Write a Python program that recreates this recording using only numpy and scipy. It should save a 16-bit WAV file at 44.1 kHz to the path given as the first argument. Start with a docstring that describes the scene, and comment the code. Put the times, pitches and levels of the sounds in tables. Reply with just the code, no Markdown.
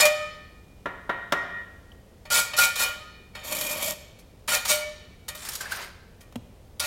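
"""A steel trowel clinks on brick and scrapes off with a squeal, close to one microphone in a workshop.
The bricklayer beds the brick with three taps of the handle, a crumb falls, and strokes cut the mortar
off the wall. Sand grinds under the blade, which is damped while it presses on the brick and rings when
it comes free. Late on, a wet lump drops to the floor. Farther off, the hall answers over a low rumble."""
import sys
import numpy as np
from scipy import signal
from scipy.fft import rfft, irfft, next_fast_len
from scipy.io import wavfile
from scipy.ndimage import map_coordinates

SR = 44100
rng = np.random.default_rng(int(sys.argv[2]) if len(sys.argv) > 2 else 0)


def to_wav(sig):
    """Store sig (one row per channel, or 1-D mono) as 16-bit WAV at the path in sys.argv[1].

    Samples outside -1..1 are clipped; the rate is SR.
    """
    pcm = np.clip(np.atleast_2d(sig), -1, 1) * 32767
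    pcm = np.round(pcm).astype(np.int16)
    wavfile.write(sys.argv[1], SR, pcm.T)  # frames by channels


N = 302526
TIME = np.arange(N) / SR


def amp(db):
    """Decibels to gain."""
    return 10 ** (np.asarray(db) / 20)


def unit(x):
    """Scale to rms 1."""
    return x / np.sqrt(np.mean(x ** 2) + 1e-20)


def along(points, hz):
    """Read (Hz, value) points on a log frequency axis."""
    freqs, values = np.transpose(points)
    return np.interp(np.log(hz + 1), np.log(freqs + 1), values)


def filtered(x, response):
    """Filter x by a gain given as a function of Hz."""
    size = next_fast_len(len(x) + 8192)
    return irfft(rfft(x, size) * response(np.fft.rfftfreq(size, 1 / SR)), size)[:len(x)]


def coloured(x, spectrum):
    """Shape x by a (Hz, dB) spectrum, at rms 1."""
    return unit(filtered(x, lambda hz: amp(along(spectrum, hz))))


def resonant(x, modes):
    """Pass x through (Hz, width in Hz, dB) resonances, at rms 1."""
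    def response(f):
        return sum(amp(db) * 1j * f * width / (hz * hz - f * f + 1j * f * width)
                   for hz, width, db in modes)
    return unit(filtered(x, response))


def wobble(knots_per_s, size):
    """A smooth random curve."""
    knots = rng.standard_normal(int(size * knots_per_s / SR) + 4)
    return map_coordinates(knots, [np.arange(size) * knots_per_s / SR])


def blow(t60, attack_s, size):
    """Envelope of a blow: a quick rise and an exponential fall."""
    return amp(-60 * TIME[:size] / t60) * (1 - np.exp(-TIME[:size] / attack_s))


def choke(t, half_s):
    """Gain of a ring as the fist damps it, down to half at half_s."""
    return 1 / (1 + (np.maximum(t, 0) / half_s) ** 4)


def add(track, start_s, x):
    """Mix x into the track from start_s on."""
    start = min(max(round(start_s * SR), 0), N)
    track[start:start + len(x)] += x[:N - start]


def sand(size, clump_db=1.0, grain_db=3.0):
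    """Force of sand grains breaking under the edge, in clumps."""
    return rng.standard_normal(size) * amp(grain_db * wobble(2500, size) + clump_db * wobble(169, size))


def upper_modes(force, count=58, width_hz=70, spread_db=-4.0):
    """The thin blade's crowded modes from 3 to 15 kHz; every point of contact picks others."""
    draws = rng.random((count, 2))
    return resonant(force, [(3000 + 12000 * place, width_hz, spread_db * drop) for place, drop in draws])


# Sand hiss at close range, under the edge and under the flat blade.
# Each row: frequency in Hz, level in dB.
EDGE_HISS = [(400, -22.5), (1500, -14), (3000, -1.5), (4500, 1), (7500, 0), (11000, -2), (14000, -4),
             (16000, -10.5)]
FLAT_HISS = [(400, -42), (3000, 0), (6400, -1.5), (7300, 3), (8600, -1.5), (12000, 1), (16000, -8.5)]


def grinding(force, grip, steel_share=0.58):
    """Sand hisses, partly sung by upper modes that trade places as the edge travels."""
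    turn = wobble(17.7, len(force))
    steel = unit(np.cos(turn) * upper_modes(force) + np.sin(turn) * upper_modes(force))
    hiss = np.sqrt(steel_share) * steel + np.sqrt(1 - steel_share) * unit(force)
    return coloured(hiss, FLAT_HISS if grip == "flat" else EDGE_HISS)


# The steel blade's modes. Each row: frequency in Hz, level in dB when struck at the edge,
# level in dB when struck through the handle, free t60 in seconds.
BLADE_MODES = [(604, -8, -27, 0.73), (762, -12.5, -14, 0.57), (923, -8.5, -30, 0.15),
               (1147, -10, -51.5, 0.4), (1247, -11, -34, 1), (1416, -11.5, -4.5, 0.47),
               (1784, -14, -19.5, 1.5), (1882, -6.5, -0.5, 0.75), (2052, -13.5, -13, 0.64),
               (2267, -7, -15, 0.37), (2368, -10.5, -22, .65), (2429, -5.5, -20.5, 0.8),
               (2623, -9.5, -16, 0.31), (2961, -9.5, -20, 0.65), (3030, -11, -31, 0.77),
               (3230, -9.5, -53, 0.24), (3600, -15, -34, 1.1), (3720, -8.5, -46, 0.19),
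               (4355, -7.5, -51, 0.22), (5180, -16, -47, 0.361), (6820, -13.5, -42, 0.3)]


def pressed_blade(force, width_hz=16, widening=0.003, detune=0.004):
    """The blade held against brick: its modes are broad and shift with the point of contact."""
    shifts = 1 + detune * rng.standard_normal(len(BLADE_MODES))
    return resonant(force, [(hz * shift, width_hz + widening * hz, db)
                            for (hz, db, _, _), shift in zip(BLADE_MODES, shifts)])


# The blade at the wall: edge on brick, flat in the mortar, edge in the upright joint.
# Each row: frequency in Hz, level in dB.
EDGE_CRUNCH = [(60, -25.5), (200, -1), (380, -21.5), (540, 5), (730, -4.5), (900, 1.5), (1500, 1),
               (2500, -5), (3900, -6), (4380, -2), (5000, -15.5), (10000, -35.5)]
FLAT_SMEAR = [(60, -20), (180, 1), (300, 1), (420, -10.5), (530, 4), (605, 15.5), (700, -8.5), (1000, 1),
              (1500, -5), (1900, -13), (2330, 5), (2900, -16), (10000, -28)]
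JOINT_RASP = [(200, -22), (600, -6), (950, -4), (1250, -2.5), (1620, -2), (2100, -3.5), (3500, -12),
              (5000, -9.5), (10000, -57.5)]


def body(grip, size):
    """What sounds below the hiss: crunch and pressed steel; in the joint, wet mortar smothers the steel."""
    if grip == "flat":
        return amp(-0.5) * (coloured(sand(size), FLAT_SMEAR) + pressed_blade(sand(size)))
    if grip == "joint":
        return amp(-1.0) * coloured(sand(size), JOINT_RASP)
    return amp(-8.5) * coloured(sand(size), EDGE_CRUNCH) + amp(-3.0) * pressed_blade(sand(size))


# How unevenly the sand breaks. Each entry: grip, level swing in dB.
CLUMPING_DB = {"edge": 1.1, "flat": 2.4, "joint": 2.6}


def stroke(swell, hold, release, landing_db, grit_db, body_db, grip, touch_s=0.000603, body_lingers=1.38):
    """The blade lands, settles, holds and lifts; grit and body follow the pressure."""
    size = round((swell + hold + release) * SR)
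    t = TIME[:size]
    pressure = (1 - np.exp(-t / touch_s)) * amp(landing_db * np.maximum(1 - t / swell, 0))
    lift_db = -60 * np.maximum(t - swell - hold, 0) / release
    hiss = amp(grit_db + lift_db) * grinding(sand(size, CLUMPING_DB[grip]), grip)
    crunch = amp(body_db + lift_db / body_lingers) * body(grip, size)
    return pressure * (hiss + crunch)


# Quick cuts near the microphone. Each row: start, swell, hold and the grit's release t60 in seconds,
# landing pressure in dB relative to the hold, then grit, body and ring levels in dB.
EDGE_CUTS = [(0.0, 0.0059, 0.028, 0.16, 9.5, -28, -20, -48),
             (2.302, 0.058, .028, 0.23, -2.5, -22, -24, -40),
             (2.565, 0.036, .044, 0.21, -11.5, -19.5, -26, -33.5),
             (2.755, 0.05, .034, 0.24, -15, -26.5, -25, -32.5),
             (4.476, 0.062, 0.0051, 0.2, -11.5, -22, -21.5, -56),
             (4.649, .056, .008, 0.22, -20.5, -19, -23, -36.5),
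             (6.797, 0.065, 0.0267, .25, -8, -31.5, -28, -45)]


def cuts(level_db=-0.45):
    """The blade, on its edge, cuts mortar off the wall."""
    out = np.zeros(N)
    for start, *motion, _ in EDGE_CUTS:
        add(out, start, stroke(*motion, "edge"))
    return amp(level_db) * out


def jolt(grip, crunch_db, t60, attack_s):
    """A short burst of grit and crunch from steel that is already in motion."""
    size = SR // 4
    scrape = grinding(sand(2 * size), grip) + amp(crunch_db) * body(grip, 2 * size)
    return blow(t60, attack_s, size) * scrape[size:]


# Steel meets brick. Each row: start in seconds, level in dB, crunch offset in dB, ring level in dB.
BRICK_CLINKS = [(0.003, -7, -14.5, -21), (0.0524, -10, -3.5, -55), (2.2524, -41.5, 5.5, -46.5),
                (2.5329, -33.5, 10.5, -31.5), (2.584, -17, 3.5, -45), (2.755, -19.5, -6.5, -44),
                (3.3503, -40.5, 12, -39.5), (4.1871, -42, -8, -67.5), (4.48, -18, -0.5, -39),
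                (4.6503, -15.5, -6, -42), (5.2812, -20, -7.5, -39), (5.3478, -26.5, -4.5, -68),
                (6.2057, -38.5, -7.5, -57), (6.796, -13.5, -9, -47)]


def clinks(level_db=-6.5, crunch_db=5.5):
    """The edge crunches as it meets the brick."""
    out = np.zeros(N)
    for start, db, offset_db, _ in BRICK_CLINKS:
        burst = jolt("edge", crunch_db + offset_db, t60=0.088, attack_s=0.0037)
        add(out, start, amp(db + level_db) * burst)
    return out


def squeal(hz, swell, t60, bites, rough=0.46, flutter_db=0.9):
    """One mode builds for two swells up to each (seconds, dB) bite, rough when loud, cleaner as it dies."""
    power = np.zeros(N)
    for peak_s, db in bites:
        start = max(peak_s - 2 * swell, 0)
        t = start + TIME[:SR] - peak_s
        rise = np.cos(np.clip(t / (2 * swell), -1, 0) * np.pi / 2) ** 2
        envelope = amp(db - 60 * np.maximum(t, 0) / t60) * rise * choke(t, half_s=0.26)
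        add(power, start, envelope ** 2)
    out, live = np.zeros(N), power > 0
    level, size = np.sqrt(power[live]), np.count_nonzero(live)
    phase = 2 * np.pi * (hz * TIME[live] + rng.random())
    phase += rough * np.sqrt(level / level.max()) * wobble(hz / 10, size)
    out[live] = level * amp(flutter_db * wobble(40, size)) * np.sin(phase)
    return out


# Modes that stick and slip can feed. Each entry: name, then frequency in Hz, swell and t60 in seconds.
SQUEAL_MODES = {"lowest": (603, .014, 0.62), "low": (1247, 0.0416, 0.7), "middle": (1413, .011, .31),
                "upper": (2272, 0.0164, 0.27), "high": (2429, 0.014, .54), "higher": (2963, .014, 0.44)}
# The edge bites. Each row: loudest moment in seconds, mode name, level in dB.
EDGE_BITES = [(0.03, "high", -18.5), (0.03, "higher", -37), (0.045, "lowest", -17), (0.22, "low", -37.5),
              (2.323, "middle", -21.5), (2.372, "upper", -25.5), (2.385, "high", -30),
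              (2.39, "middle", -21.5), (2.595, "middle", -15.5), (2.622, "high", -24),
              (2.626, "middle", -38), (2.638, "upper", -24), (2.812, "middle", -26.5),
              (2.835, "high", -27.5), (2.85, "higher", -31.5), (2.871, "middle", -32.5), (3.04, "low", -49),
              (3.364, "upper", -43.5), (3.53, "high", -36), (3.659, "high", -33), (3.84, "upper", -34.5),
              (4.525, "middle", -27), (4.545, "high", -30), (4.707, "middle", -31.5),
              (4.719, "lowest", -26.5), (4.722, "upper", -26), (4.724, "higher", -30),
              (4.835, "upper", -36.5), (4.87, "lowest", -39), (6.858, "lowest", -36),
              (6.819, "middle", -32.5)]
# The tip skids over the brick once. Each row: frequency in Hz, level in dB, swell and t60 in seconds.
TIP_SCREECH = [(5160, -20, 0.012, 0.07), (7150, -17, 0.00702, 0.057), (8400, -19.5, 0.00526, 0.036)]
# The edge slips in the joint. 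Each row: loudest moment in seconds, frequency in Hz, level in dB.
JOINT_CHIRPS = [(5.61, 1610, -28.5), (5.659, 1630, -29.5), (5.723, 1595, -22.5), (5.745, 1543, -36),
                (5.776, 1666, -37)]


def squeals(screech_s=0.013):
    """Stick and slip: the edge squeals, the flat blade hums, the tip screeches and the joint chirps."""
    out = np.zeros(N)
    for name, mode in SQUEAL_MODES.items():
        out += squeal(*mode, [(peak_s, db) for peak_s, fed, db in EDGE_BITES if fed == name])
    for start, swell, hold, *_, body_db, grip in SLOW_DRAGS:
        if grip == "flat":  # the lowest mode sings late in the hold
            bite = (start + swell + 0.9 * hold, body_db + 5)
            out += squeal(BLADE_MODES[0][0], swell=0.05, t60=0.25, bites=[bite], rough=1.9)
    for hz, db, swell, t60 in TIP_SCREECH:
        out += squeal(hz, swell, t60, [(screech_s, db)])
    for peak_s, hz, db in JOINT_CHIRPS:
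        out += squeal(hz, swell=0.0027, t60=0.057, bites=[(peak_s, db)], rough=1.9)
    return out


def free_blade(levels_db, attack_s, scatter_db=1.8, waver_rad=0.34):
    """The free blade rings; each mode swells and fades as the hand turns it."""
    ring, t = np.zeros(SR), TIME[:SR]
    for (hz, _, _, t60), db in zip(BLADE_MODES, levels_db):
        turning = amp(db + scatter_db * wobble(13.9, SR))
        phase = 2 * np.pi * (hz * t + rng.random()) + waver_rad * wobble(50.25, SR)
        ring += turning * blow(t60, attack_s, SR) * np.sin(phase)
    return ring * choke(t, half_s=0.46)


def rings(level_db=-1.0, firm_db=-29.5, dulling=0.35, knee_hz=2200):
    """At each clink and after each cut the blade springs free and rings; a softer touch rings duller."""
    out = np.zeros(N)
    releases = [(start + swell + hold, db) for start, swell, hold, *_, db in EDGE_CUTS]
    releases += [(start, db) for start, *_, db in BRICK_CLINKS]
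    for start, db in releases:
        db_per_octave = dulling * min(db - firm_db, 0)
        levels = [edge_db + db_per_octave * max(np.log2(hz / knee_hz), 0)
                  for hz, edge_db, _, _ in BLADE_MODES]
        add(out, start, amp(db + level_db) * free_blade(levels, attack_s=0.0039))
    return out


# The workshop's decay, all round the microphone. Each row: frequency in Hz, t60 in seconds.
HALL_DECAY = [(150, 0.8), (600, 0.86), (2000, 1.0), (4000, 1), (8000, 0.54), (15000, 0.4)]


def hall(x, build_s=0.0028, travel_per_s=3):
    """The workshop's diffuse answer; treble dies first, and the echoes change as the trowel travels."""
    hz, t, noise = signal.stft(rng.standard_normal((2, SR + SR // 4)), SR, nperseg=256)
    decay = amp(-60 * t / along(HALL_DECAY, hz)[:, None])
    _, tails = signal.istft(noise * decay * (1 - np.exp(-t / build_s)), SR, nperseg=256)
    turn = wobble(travel_per_s, N)
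    return sum(signal.fftconvolve(x * share, tail / np.linalg.norm(tail))[:N]
               for share, tail in zip((np.cos(turn), np.sin(turn)), tails))


# Room tone where the microphone stands. Each row: frequency in Hz, relative level in dB.
ROOM_TONE = [(12, -39), (20, -7), (81, -2.5), (145, -11.5), (192, -10), (292, -18), (482, -16),
             (997, -28.5), (1600, -33.5), (2120, -33.5), (15800, -44.5)]


def rumble(level_db=-50.5):
    """A steady low rumble fills the workshop."""
    return amp(level_db) * coloured(rng.standard_normal(N), ROOM_TONE)


# The handle's butt on the brick, close by.
# Each row: start in seconds, level in dB, then click and blade ring in dB relative to that level.
HANDLE_TAPS = [(0.857, -20, -21.5, -13.5), (1.093, -16.5, -24, -11), (1.322, -13.5, -5, -8.5)]
# The bedded brick's modes. Each row: frequency in Hz, level in dB, t60 in seconds.
BRICK_MODES = [(174, -12.5, 0.28), (286, -8, 0.086), (377, -2, 0.06), (578, 5, 0.039), (678, -0.5, 0.075),
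               (980, 0.5, 0.076), (1390, 5.5, 0.11)]
# The handle's knock and the blade's click. Each row: frequency in Hz, level in dB.
HANDLE_KNOCK = [(60, -27), (200, -1), (450, 2), (800, 0.5), (1350, 4.5), (2000, -1), (2600, -14),
                (3700, -13), (4600, -30), (15000, -46)]
BLADE_CLICK = [(1500, -8.5), (3600, 6), (4500, -8.5), (5400, -3), (8000, -13), (15000, -16)]


def taps(brick_db=-10.0, knock_db=-5.5, fist_closes_s=1.67, stilling_s=0.025):
    """The handle knocks the brick; the blade clicks and sings until the next blow or the fist stops it."""
    knocks, steel, size = np.zeros(N), np.zeros(N), SR // 4
    stops = [start for start, *_ in HANDLE_TAPS[1:]] + [fist_closes_s]
    handle_levels = [db for _, _, db, _ in BLADE_MODES]
    for (start, db, click_db, ring_db), stop in zip(HANDLE_TAPS, stops):
        brick = np.zeros(size)
        for hz, mode_db, t60 in BRICK_MODES:
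            envelope = amp(mode_db + rng.normal()) * blow(t60, 0.0018, size)
            brick += envelope * np.sin(2 * np.pi * (hz * TIME[:size] + rng.random()))
        thud = blow(0.13, 0.001, size) * coloured(rng.standard_normal(size), HANDLE_KNOCK)
        click = blow(0.046, 0.0012, size) * coloured(rng.standard_normal(size), BLADE_CLICK)
        ring = free_blade(handle_levels, attack_s=0.042, scatter_db=2.5)
        undamped = np.clip((stop - start - TIME[:len(ring)]) / stilling_s, 0, 1)
        add(knocks, start, amp(db) * (amp(brick_db) * brick + amp(knock_db) * thud))
        add(steel, start, amp(db + click_db) * click)
        add(steel, start, amp(db + ring_db) * undamped * ring)
    return knocks, steel


# The blade swings round to face the microphone. Each row: centre and half width in seconds, gain in dB.
BLADE_TURNS = [(1.585, 0.07, 10.5), (4.885, 0.081, 4.5)]


def facing():
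    """Gain of the ringing blade, which sounds loudest off its face."""
    return amp(sum(db * np.exp(-((TIME - centre) / width) ** 2) for centre, width, db in BLADE_TURNS))


# Mortar lands on the floor nearby. Each row: start in seconds, level in dB.
MORTAR_LANDINGS = [(1.921, -50.5), (6.324, -42), (6.357, -30)]
# The splat of each landing. Each row: frequency in Hz, level in dB.
MORTAR_SPLAT = [(250, -13), (600, 5), (1200, -5), (2000, -11.5), (3000, -3.5), (4200, -15), (15000, -21)]
# A chip pings, a lump thuds. Each row: start in seconds, frequency in Hz, level in dB, t60 in seconds.
LANDING_TONES = [(1.918, 3106, -31.5, 0.013), (6.359, 234, -21.5, 0.07), (6.362, 110.4, -38, 0.43)]


def droppings():
    """Crumbs of mortar tick on the floor and one wet lump thuds."""
    out, size = np.zeros(N), SR // 2
    for start, db in MORTAR_LANDINGS:
        splat = coloured(rng.standard_normal(size), MORTAR_SPLAT)
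        add(out, start, amp(db) * blow(0.029, 0.00043, size) * splat)
    for start, hz, db, t60 in LANDING_TONES:
        add(out, start, amp(db) * blow(t60, 0.0019, size) * np.sin(2 * np.pi * hz * TIME[:size]))
    return out


# Slow drags along the near wall. Each row: start, swell, hold and the grit's release t60 in seconds,
# landing pressure in dB relative to the hold, grit and body levels in dB, grip.
SLOW_DRAGS = [(3.351, .004, 0.11, 0.28, 1.5, -67, -43.5, "edge"),
              (3.437, 0.089, 0.39, 0.099, -10.5, -33, -38, "flat"),
              (5.373, 0.1, 0.019, 0.63, -10.5, -37, -42, "joint"),
              (5.604, 0.0042, 0.054, 0.28, -1, -46.5, -39.5, "joint"),
              (5.692, 0.021, 0.12, 0.22, -10, -42.5, -36.5, "joint")]


def drags(level_db=-0.45):
    """The blade is drawn lightly on its edge, flat through the mortar, then in the upright joint."""
    out = np.zeros(N)
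    for start, *motion in SLOW_DRAGS:
        add(out, start, stroke(*motion))
    return amp(level_db) * out


# The coarsest grains in the blade's path. Each row: start in seconds, level in dB.
COARSE_GRAINS = [(3.446, -23), (3.5215, -10.5), (3.548, -17.5), (3.564, -17), (3.61, -13), (3.649, -21.5),
                 (3.7093, -16), (3.769, -20.5), (3.822, -13), (5.4495, -20.5), (5.4855, -18),
                 (5.533, -24.5), (5.5516, -17), (5.608, -16), (5.718, -16.5)]


def catches(level_db=-8.5, small_per_s=14, above_grit_db=8, spread_db=1.5):
    """A dragged edge jolts over coarse grains, and over smaller ones scattered through the holds."""
    out, grains = np.zeros(N), list(COARSE_GRAINS)
    for start, swell, hold, _, _, grit_db, _, _ in SLOW_DRAGS:
        for place, size in rng.random((round(small_per_s * hold), 2)):
            db = grit_db + above_grit_db + spread_db * (2 * size - 1)
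            grains.append((start + swell + hold * place, db))
    for caught_s, db in grains:
        grip = [grip for start, *_, grip in SLOW_DRAGS if start <= caught_s][-1]
        burst = jolt(grip, crunch_db=-9.5, t60=0.059, attack_s=0.0022)
        add(out, caught_s, amp(db + level_db) * burst)
    return out


def scene(trowel_wet_db=-13.5, knock_wet_db=-7.5):
    """Trowel and wall close to the microphone; the knocked wall throws more of its sound into the hall."""
    knocks, tapped_steel = taps()
    scraping = cuts() + drags() + catches() + clinks()
    ringing = facing() * (squeals() + rings() + tapped_steel)
    near = scraping + ringing + droppings()
    into_hall = amp(trowel_wet_db) * near + amp(knock_wet_db) * knocks
    return (near + knocks + rumble() + hall(into_hall))[None]


def record(dry, top_hz=15950):
    """One microphone, with nothing kept above the band limit."""
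    return filtered(dry[0], lambda hz: hz < top_hz)[None]


dry = scene()
out = record(dry)
to_wav(out)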